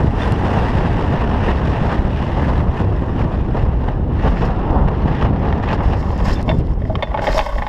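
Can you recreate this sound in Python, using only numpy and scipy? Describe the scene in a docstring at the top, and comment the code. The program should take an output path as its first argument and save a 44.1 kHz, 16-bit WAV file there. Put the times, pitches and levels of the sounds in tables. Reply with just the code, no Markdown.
"""A windy cliff top, a camera clamped to the frame of a hang glider, the microphone port out in the air.
Gusts buffet the port and roar round the housing: shaped noise, puffs and single thumps of pressure.
Fittings knock on the tubes, heard through the frame as decaying modes with a dry crack and a scrape.
Sharp ticks land on the housing; later a hand or strap slides along the tubes as grainy hiss and drone."""
import sys
import numpy as np
from scipy import signal
from scipy.fft import rfft, irfft, next_fast_len
from scipy.io import wavfile
from scipy.ndimage import uniform_filter1d, minimum_filter1d, map_coordinates

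SR = 44100
rng = np.random.default_rng(int(sys.argv[2]) if len(sys.argv) > 2 else 0)


def output_pcm(signal):
    """Save a mono or channel-first signal as 16-bit PCM at the path in sys.argv[1].

    Samples are clipped to [-1, 1] before scaling.
    """
    pcm = np.clip(np.atleast_2d(signal).T, -1, 1) * 32767
    wavfile.write(sys.argv[1], SR, np.round(pcm).astype(np.int16))


N = 339040  # samples


def amp(db):
    """Gain of a level in dB."""
    return 10 ** (np.asarray(db) / 20)


def unit(x):
    """x at rms 1."""
    return x / np.sqrt(np.mean(x ** 2) + 1e-20)


def curves(rows):
    """One value per sample for each column after the time."""
    s, *cols = np.transpose(rows)
    return [np.interp(np.arange(N) / SR, s, c) for c in cols]


def wobble(rate):
    """A smooth random curve, rate knots a second."""
    return map_coordinates(rng.standard_normal(int(N * rate / SR) + 4), [np.arange(N) * rate / SR])


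def filtered(x, response):
    """x times a response of frequency."""
    m = next_fast_len(N + 8192)
    return irfft(rfft(x, m) * response(np.fft.rfftfreq(m, 1 / SR)), m)[..., :N]


def coloured(x, spectrum):
    """x shaped by (Hz, dB) points on a log axis, at rms 1."""
    f, db = np.transpose(spectrum)
    return unit(filtered(x, lambda hz: amp(np.interp(np.log(hz + 1), np.log(f + 1), db))))


def patchy(depth_db):
    """White noise with patches of random gain over time and frequency."""
    z = signal.stft(rng.standard_normal(N), nperseg=512)[2]
    field = uniform_filter1d(rng.standard_normal(z.shape), size=8, axis=0)
    field = uniform_filter1d(field, size=6, axis=1)
    return signal.istft(z * amp(depth_db * unit(field)), nperseg=512)[1][:N]


# big eddies at the port: [t/s, sway level/dB, buffet level/dB]
EDDIES = [(0, -21.5, -13), (.15, -21.5, -22), (.4, -21, -18), (1.6, -23, -18.5), (2.1, -20, -19),
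          (2.6, -19.5, -20), (3.2, -22.5, -19), (3.9, -19, -20.5), (5.5, -20.5, -18), (6.2, -20, -20.5),
          (6.35, -16.5, -23), (6.6, -20.5, -16), (6.75, -17, -26), (6.95, -27.5, -19.5), (7.08, -22, -33.5),
          (7.2, -29.5, -26.5), (7.37, -14.5, -27.5), (7.52, -25, -42), (7.58, -16, -29.5),
          (7.69, -28.5, -34.5)]
# air round the housing between the puffs: [t/s, hiss level/dB, roar level/dB]
FLOW = [(0, -34.5, -22.5), (.14, -44, -31.5), (.2, -40, -30.5), (.55, -30, -21), (1.25, -34.5, -22.5),
        (1.35, -34.5, -25), (1.95, -32.5, -23), (2.05, -39.5, -28.5), (2.2, -34, -24.5), (2.58, -35, -24),
        (2.65, -41.5, -27.5), (3.3, -43, -30), (3.48, -46, -33), (3.85, -43, -30), (4.07, -49, -32),
        (4.2, -35, -24.5), (4.45, -35.5, -23), (4.75, -42.5, -23.5), (5.2, -34.5, -25.5), (5.32, -42, -25),
        (5.9, -36, -25), (6.05, -45.5, -29), (6.4, -38, -30.5), (6.46, -51, -34), (6.6, -46.5, -33.5),
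        (6.69, -49, -34), (6.76, -55, -43), (6.9, -52, -38.5), (7.2, -44.5, -31), (7.69, -47, -38)]
# short puffs of faster air: [peak t/s, rise in level/dB, length/s]
PUFFS = [(0.072, 3.5, 0.02), (0.233, 10.5, 0.17), (0.836, 2, 0.049), (1.03, 3, 0.064), (1.223, 2.5, 0.06),
         (1.444, 4.5, 0.042), (1.492, 6, 0.054), (1.93, 2.5, 0.085), (2.449, 4, 0.065), (2.796, 8.5, 0.083),
         (3.04, 1.5, 0.057), (3.206, 10, 0.072), (3.353, 5, 0.12), (3.588, 8, 0.15), (3.842, 5, 0.014),
         (3.886, 8.5, 0.0096), (3.902, 5, 0.084), (4.248, 3.5, 0.047), (4.279, 5.5, 0.021),
         (4.423, 4.5, 0.022), (4.708, 6, .012), (4.887, 8.5, 0.013), (5.1, 2, 0.039), (5.224, 7, 0.02),
         (5.251, 5, 0.012), (5.43, 3.5, 0.016), (5.468, 5.5, 0.12), (5.637, 6.5, 0.025),
         (5.693, 7.5, 0.031), (5.73, 9.5, 0.044), (5.935, 7.5, 0.045), (6.144, 1.5, 0.057),
         (6.196, 4, 0.019), (6.287, 11, 0.059), (7.3, 10, 0.2)]
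# hardest single thumps of air at the port: [t/s, pressure size, below zero a suck]
THUMPS = [(0.081, -.45), (0.753, -.4), (0.896, .4), (1.041, .4), (1.17, -0.35), (1.369, -.45),
          (1.495, 0.55), (1.525, .4), (1.633, -0.4), (1.815, -0.49), (1.993, .55), (2.052, -0.44),
          (2.149, -0.29), (2.332, -0.37), (2.484, -.4), (2.609, 0.44), (3.226, -.45), (3.413, -0.55),
          (3.638, -0.57), (4.279, -0.51), (4.434, -.55), (4.709, 0.5), (4.861, -0.6), (5.235, -0.47),
          (5.483, -0.46), (5.859, .45), (5.894, -.45), (6.133, 0.3), (6.282, 0.5), (6.566, .3),
          (6.588, -.7), (6.765, -0.17), (6.798, -0.23), (6.84, -0.25), (6.908, -0.21), (6.958, -0.12),
          (7.043, -.16)]
# lift of the hiss's top treble: [t/s, level/dB]
TREBLE = [(0, 6), (.7, 3), (1.2, 0), (3, 2.5), (4.5, -6.5), (5.4, -7.5), (6.5, 0), (7.69, 2)]
# slowest pressure swings at the port: [f/Hz, relative level/dB per Hz]
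SWAY = [(8, -17), (20, -7.5), (40, 0), (70, 0), (110, -24.5), (200, -30.5), (400, -81.5)]
# slower swings in the lee of the wing: [f/Hz, relative level/dB per Hz]
LEE_SWAY = [(8, -8.5), (18, -6.5), (32, 3), (55, -2.5), (90, -22), (200, -42), (400, -84)]
# quicker pressure swings at the port: [f/Hz, relative level/dB per Hz]
BUFFET = [(30, -45.5), (60, -6), (90, -2.5), (150, -6), (230, -11.5), (320, -14), (500, -22), (800, -30),
          (1500, -100)]
# roar in the housing: [f/Hz, relative level/dB per Hz]
ROAR = [(120, -8), (200, -2.5), (230, -2), (317, -11), (445, -6), (620, -7.5), (893, -6), (1170, -13),
        (1600, -26), (2080, -49.5), (3520, -120)]
# fine eddies: [f/Hz, relative level/dB per Hz]
HISS = [(800, -15), (1150, -7), (1350, -7), (1800, -2), (2250, -12.5), (2500, -11), (2800, -9),
        (3100, -14.5), (3450, -17), (4400, -25), (5300, -25), (6200, -33.5), (8000, -40), (10500, -47),
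        (12500, -53.5), (15000, -79.5)]
LUMPS_DB, LUMPS_PER_S = 1.24, 35  # the big eddies come in lumps
GUST_ROAR = .7  # dB of roar per dB of a puff
LEE_S, TURN_S = 7.2, 0.12  # when the camera turns out of the wind, and how fast
THUMP_S = 0.0013  # half the width of a thump
REBOUND, REBOUND_S = 0.37, .004  # opposite swing: its size, and its width, which is half its delay
TREBLE_HZ = 7000


def wind():
    """Big eddies swing and pop the port; the small ones riding on them come in bursts."""
    t = np.arange(N) / SR
    sway_db, buffet_db = curves(EDDIES)
    hiss_db, roar_db = curves(FLOW)
    puffs_db = sum(db * np.exp(-(2 * (t - s) / length) ** 2) for s, db, length in PUFFS)
    swell_db = 0.5 * wobble(14)
    hiss_db = hiss_db + puffs_db + swell_db
    roar_db = roar_db + GUST_ROAR * puffs_db + swell_db + 1.25 * wobble(16)

    sway = coloured(amp(LUMPS_DB * wobble(LUMPS_PER_S)) * rng.standard_normal(N), SWAY)
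    lee_sway = coloured(rng.standard_normal(N), LEE_SWAY)
    # an equal-power crossfade into the lee: angle from 0 to a quarter turn
    lee = np.pi / 4 * (1 + np.tanh((t - LEE_S) / TURN_S))
    sway = np.cos(lee) * sway + np.sin(lee) * lee_sway

    # single vortices breaking on the port, about 70 a second, each a pop of random size and sign
    pops = unit((rng.random(N) < 70 / SR) * rng.standard_normal(N))
    churn = amp(1.0 * wobble(60)) * rng.standard_normal(N) + amp(-7.0) * pops
    buffet = coloured(amp(LUMPS_DB * wobble(LUMPS_PER_S)) * churn, BUFFET)

    # roar and hiss share their bursts; the hiss adds a quicker flicker
    eddies, flutter = wobble(30), wobble(110)
    roar = coloured(amp(1.57 * eddies + 1.24 * flutter) * rng.standard_normal(N), ROAR)
    hiss_bursts = amp(0.5 * eddies + 0.9 * flutter + 1.8 * wobble(400))
    hiss = coloured(hiss_bursts * patchy(depth_db=1), HISS)
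    top = filtered(hiss, lambda hz: hz ** 4 / (hz ** 4 + TREBLE_HZ ** 4))
    hiss = hiss + (amp(curves(TREBLE)[0]) - 1) * top

    def bump(s, width):
        """A smooth swing of pressure, a Gaussian in time."""
        return np.exp(-((t - s) / width) ** 2 / 2)

    thumps = sum(size * (bump(s, THUMP_S) - REBOUND * bump(s + REBOUND_S * 2, REBOUND_S))
                 for s, size in THUMPS)
    swings = amp(sway_db) * sway + amp(buffet_db) * buffet
    return thumps + swings + amp(roar_db) * roar + amp(hiss_db) * hiss


# knocks on the tubes: [t/s, ring peak level/dB, low favoured f/Hz, high favoured f/Hz,
# boost of the high one/dB, hardness/dB per octave, damping (1 = free ring)]
KNOCKS = [(0.217, -16, 583, 1880, 12, 4, 1.2), (5.525, -13.5, 900, 1850, 10, 3.5, 1.4),
          (5.676, -17, 900, 1900, 4, 0, 1.2), (5.687, -24, 825, 2500, 19, 11, 0.91),
          (5.805, -14.5, 1010, 2200, 0, -1.5, 1.5), (5.728, -17.5, 1100, 2740, 16, 12, 1.2),
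          (6.026, -19, 1100, 1860, 10, 2, 1), (6.067, -25, 965, 1820, 18, -2, 1.4),
          (6.104, -18.5, 1000, 1900, 10, 0, 1.6), (6.126, -18, 965, 1960, 10, -5, 1.3),
          (6.162, -26, 965, 1800, 16, 4, 1.2), (6.224, -27, 965, 1810, 19, 1, 1.2),
          (6.264, -17, 1100, 1820, 15, 5.5, 1), (6.31, -23.5, 965, 1800, 18, 10, 1.4),
          (6.203, -15.5, 965, 1820, 8, -0.5, 2), (6.392, -16, 580, 1880, 10, -0.5, 0.65),
          (6.478, -13.5, 650, 2050, 14, -2, 0.9), (6.482, -13, 653, 2190, 3, -8, 0.87),
          (6.4905, -11, 650, 2700, 9, 6.5, 0.88), (6.496, -11, 650, 1820, 4, 0.5, 1.2),
          (6.512, -14, 990, 1896, 16, 0, 1.5), (6.818, -24, 590, 1900, 23, -0.5, 1.3),
          (6.852, -24, 650, 1930, 19, 0, 1.2), (6.897, -12.5, 650, 1880, 2, -12.5, 0.79),
          (6.954, -10.5, 1100, 3180, 7, 5.5, 1.35), (6.99, -21, 649, 1830, 17, -1.5, 1.1),
          (7.024, -7, 920, 2200, 4.5, 4.5, 0.68), (7.027, -10.5, 582, 1790, 14, -2, 1.2),
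          (7.071, -21.5, 650, 1820, 14, -3, 0.75), (7.114, -20, 840, 1950, 21, -3, 0.93),
          (7.143, -9.5, 835, 2190, 8, -3.5, 1.04), (7.174, -11.5, 866, 2150, 4, 1.5, 1.4),
          (7.183, -16, 604, 1815, 20, -3.5, 0.82), (7.192, -12.5, 590, 1480, 15, 2, 1.5),
          (7.219, -14.5, 832, 3180, 6, 1, 1.2), (7.227, -15, 840, 1850, 8, -5, 1.3),
          (7.239, -14.5, 820, 1900, 8, -1, 1), (7.269, -6, 844, 1900, 14, 3, 0.81),
          (7.28, -7.5, 608, 1850, 6, -12, 1.4), (7.289, -12.5, 835, 1860, 12, 5, 1.8),
          (7.303, -13, 606, 1818, 17, -2, 0.77), (7.328, -15.5, 1010, 1900, 8, 6, 1.8),
          (7.316, -19, 840, 1820, 8, -2, 1), (7.345, -10, 580, 1880, 6, -2, 1.4),
          (7.366, -10, 650, 1880, 5, -5, 0.56), (7.379, -7, 1094, 2450, 6, 11.5, 2.3),
          (7.391, -3, 830, 1860, 5.5, 7, 1.3), (7.408, -13.5, 825, 3550, 7, 5, 1.5),
          (7.463, -16, 840, 1950, 10, -3, 1.7), (7.522, -23, 1090, 1880, 6, -7, 0.24),
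          (7.561, -16.5, 600, 1880, 4, -11, 1.1), (7.582, -15, 885, 1900, 19, 5, 1.1),
          (7.621, -11.5, 830, 1900, 23, 2, 1.2), (7.644, -20, 820, 1480, 8, -2, 1.6),
          (7.666, -13, 850, 1890, 14, 3.5, 1), (7.682, -18, 590, 1880, 6, -7, 1)]
# modes of the tubes as the housing hears them, also stirred by the slides: [f/Hz, level/dB, t60/s]
TUBES = [(580, -1, 0.048), (643, -7, 0.086), (732, -10, .03), (846, -4, 0.06), (969, -3.5, 0.026),
         (1102, -3, 0.03), (1490, -11, 0.033), (1810, -12, 0.036), (1954, -13, 0.02), (2170, -9.5, 0.03),
         (2514, -23.5, 0.06), (2710, -18, 0.029), (2870, -27, 0.03), (3174, -14, 0.024),
         (3590, -17.5, 0.021), (3840, -29, 0.035), (4530, -34, 0.042), (5300, -39.5, .03)]
# skin or a scrape on a tube, shared with the slides: [f/Hz, relative level/dB per Hz]
RUB = [(1500, -23.5), (3000, -9), (3500, -14.5), (4100, -4.5), (4600, -4), (5300, 0.5), (6000, -11),
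       (7000, -11.5), (8500, -21.5), (10000, -36), (11200, -20.5), (12800, -26), (13800, -59),
       (15000, -42.5)]
# dry crack at the start of a knock: [f/Hz, relative level/dB per Hz]
CRACK = [(400, -26), (900, -9), (1800, 2.5), (3400, -3.5), (4200, -14), (6000, -30.5), (12000, -53)]
# small steel fitting, a loud brief mode beating with a lower, lasting one: [f/Hz, level/dB, t60/s]
FITTING = [(3556, 0, .062), (3500, -13, .2)]
# knocks that reach the fitting: [t/s, level/dB]
CHINKS = [(0.2179, -24), (6.3579, -30), (6.4915, -20.5), (7.026, -21.5), (7.393, -27)]
STRIKE_S = .0018  # rise of a knock
DETUNE = .012  # spread of the modes' pitch from knock to knock
PLACE_DB, PLACE_OCTAVES = 11, 0.094  # boost of the low favoured pitch; reach of either one
CHATTER = 0.31  # depth of the roughness on a knock's ring
CRACK_DB, CRACK_T60_S = -18.5, 0.038


def knocks():
    """Every knock rings the same modes at new strengths, cracks and scrapes; a hard one favours the treble."""
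    out, scrape, crack = np.zeros((3, N + SR))
    t = np.arange(SR // 8) / SR
    hz, level_db, t60 = np.transpose(TUBES)[:, :, None]
    luck = rng.standard_normal((len(KNOCKS), 3, len(TUBES), 1))
    rise = 1 - np.exp(-t / STRIKE_S)
    # the loose fitting chatters, which roughens the ring
    chatter = np.pad(1 + CHATTER * wobble(600), (0, SR))
    for knock, (strength, turn, bend) in zip(KNOCKS, luck):
        s, db, low_hz, high_hz, high_db, hard_db, damping = knock
        span = slice(round(s * SR), round(s * SR) + len(t))
        # where the blow lands decides which modes it stirs most
        place_db = sum(boost_db * np.exp(-(np.log2(hz / c) / PLACE_OCTAVES) ** 2)
                       for c, boost_db in ((low_hz, PLACE_DB), (high_hz, high_db)))
        mode_db = level_db + place_db + hard_db * np.log2(hz / 1200) + 2.2 * strength
        gain = amp(mode_db - 60 * t * damping / t60)
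        modes = gain * np.sin(2 * np.pi * (hz * (1 + DETUNE * bend) * t + turn))
        ring = np.sum(modes, axis=0) * rise * chatter[span]
        out[span] += amp(db) * ring / np.abs(ring).max()
        scrape[span] += amp(db + 1.1 * hard_db - 35.5 - 60 * t / 0.027) * rise
        crack[span] += amp(db + hard_db + CRACK_DB - 60 * t * damping / CRACK_T60_S) * rise
    chink = rise * sum(amp(db - 60 * t / life) * np.sin(2 * np.pi * c * t) for c, db, life in FITTING)
    for s, db in CHINKS:
        out[round(s * SR):][:len(t)] += amp(db) * chink
    scrapes = scrape[:N] * coloured(rng.standard_normal(N), RUB)
    cracks = crack[:N] * coloured(rng.standard_normal(N), CRACK)
    return out[:N] + scrapes + cracks


# tiny sharp ticks, grit or a strap end on the housing: [t/s, relative level/dB]
TICKS = [(0.323, -14), (1.992, -30.5), (2.574, -35), (3.412, -35), (3.8821, -37), (4.125, -36),
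         (4.138, -37.5), (4.24, -32), (4.285, -31), (4.304, -32.5), (4.454, -31), (4.462, -33.5),
         (4.71, -36.5), (4.886, -34), (5.004, -37), (5.236, -35.5), (5.5258, -37.5), (6.1787, -25),
         (6.289, -22), (6.343, -25), (6.4276, -22), (6.545, -37.5), (6.588, -29.5), (6.671, -32.5),
         (7.2185, -30.5), (7.3818, -11), (7.5235, -33.5)]


def ticks():
    """Each tick is a noise crack of about a millisecond, dulled by the housing."""
    out, t = np.zeros(N + SR), np.arange(SR // 100) / SR
    cracks = rng.standard_normal((len(TICKS), len(t))) * amp(-60 * t / 0.0052)
    for (s, db), crack in zip(TICKS, cracks):
        out[round(s * SR):][:len(t)] += amp(db + 4.5) * crack / np.abs(crack).max()
    return filtered(out[:N], lambda hz: hz ** 2 / (hz ** 2 + 2000 ** 2) / (1 + (hz / 6500) ** 3))


# strokes of a hand or strap on a tube: [start t/s, length/s, hiss level/dB, tube drone level/dB]
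SLIDES = [(4.285, 0.035, -54, -46), (4.347, 0.082, -56, -46), (4.452, 0.018, -49, -46),
          (5.644, .015, -58, -42), (5.728, 0.022, -50, -34.5), (5.836, 0.5, -53.5, -41),
          (6.252, 0.086, -42, -34), (6.35, 0.066, -48, -51), (6.463, 0.14, -58, -41),
          (6.65, .09, -62.5, -46.5), (6.794, 0.37, -63.5, -44), (7.235, 0.15, -36.5, -28.5),
          (7.376, 0.095, -43.5, -30.5), (7.48, 0.1, -52, -32.5), (7.586, .15, -56, -36.5)]
GRIP_S, LET_GO_S = 0.025, 0.016  # time per 20 dB as a stroke sets in, and as it dies
DRONE_TILT_DB = -2  # per octave: soft skin stirs the low modes most
SLIPS_PER_S, SLIP_DB = 91, -1.5  # skin sticks and slips; slips over the steady drag


def slides():
    """Skin drags over the tube in fine grains: a smooth hiss, and a drone where it stirs the tube's modes."""
    t = np.arange(N) / SR

    def shape(s, length):
        """Gain of one stroke: it sets in before its start and dies after its end."""
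        outside = np.maximum((s - t) / GRIP_S, (t - s - length) / LET_GO_S)
        return amp(-20 * np.clip(outside, 0, 6))

    hiss, drone = sum(amp([[hiss_db], [drone_db]]) * shape(s, length)
                      for s, length, hiss_db, drone_db in SLIDES)
    grains = amp(1.2 * wobble(70) + 2.2 * wobble(300) + 1.5 * wobble(25)) * patchy(depth_db=1.2)
    drag = amp(3 * wobble(90) + 2.5 * wobble(20)) * rng.standard_normal(N)
    slips = (rng.random(N) < SLIPS_PER_S / SR) * rng.standard_normal(N)
    judder = unit(drag) + amp(SLIP_DB) * unit(slips)

    def modes(f):
        """Response of the tube: resonances of alternating sign, wider the faster they die."""
        total = 0
        for k, (c, db, t60) in enumerate(TUBES):
            loss = 1j * f * 2.2 / t60  # 2.2 / t60 is the bandwidth in Hz
            gain = (-1) ** k * amp(db + DRONE_TILT_DB * np.log2(c / 1000))
            total = total + gain * loss / (c * c - f * f + loss)
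        return total

    return hiss * coloured(grains, RUB) + drone * unit(filtered(judder, modes))


def scene():
    """Wind on the port plus what the frame and housing carry, in one channel."""
    return (wind() + knocks() + ticks() + slides())[None]


TOP_HZ = 15450  # band limit


def record(dry):
    """A limiter turns the tallest swings down for some 20 ms; nothing passes above the band limit."""
    needed = np.minimum(1, .72 / (np.abs(dry) + 1e-9))
    gain = uniform_filter1d(minimum_filter1d(needed, size=600), size=500)
    return filtered(dry * gain, lambda hz: hz < TOP_HZ)


dry = scene()
out = record(dry)
output_pcm(out)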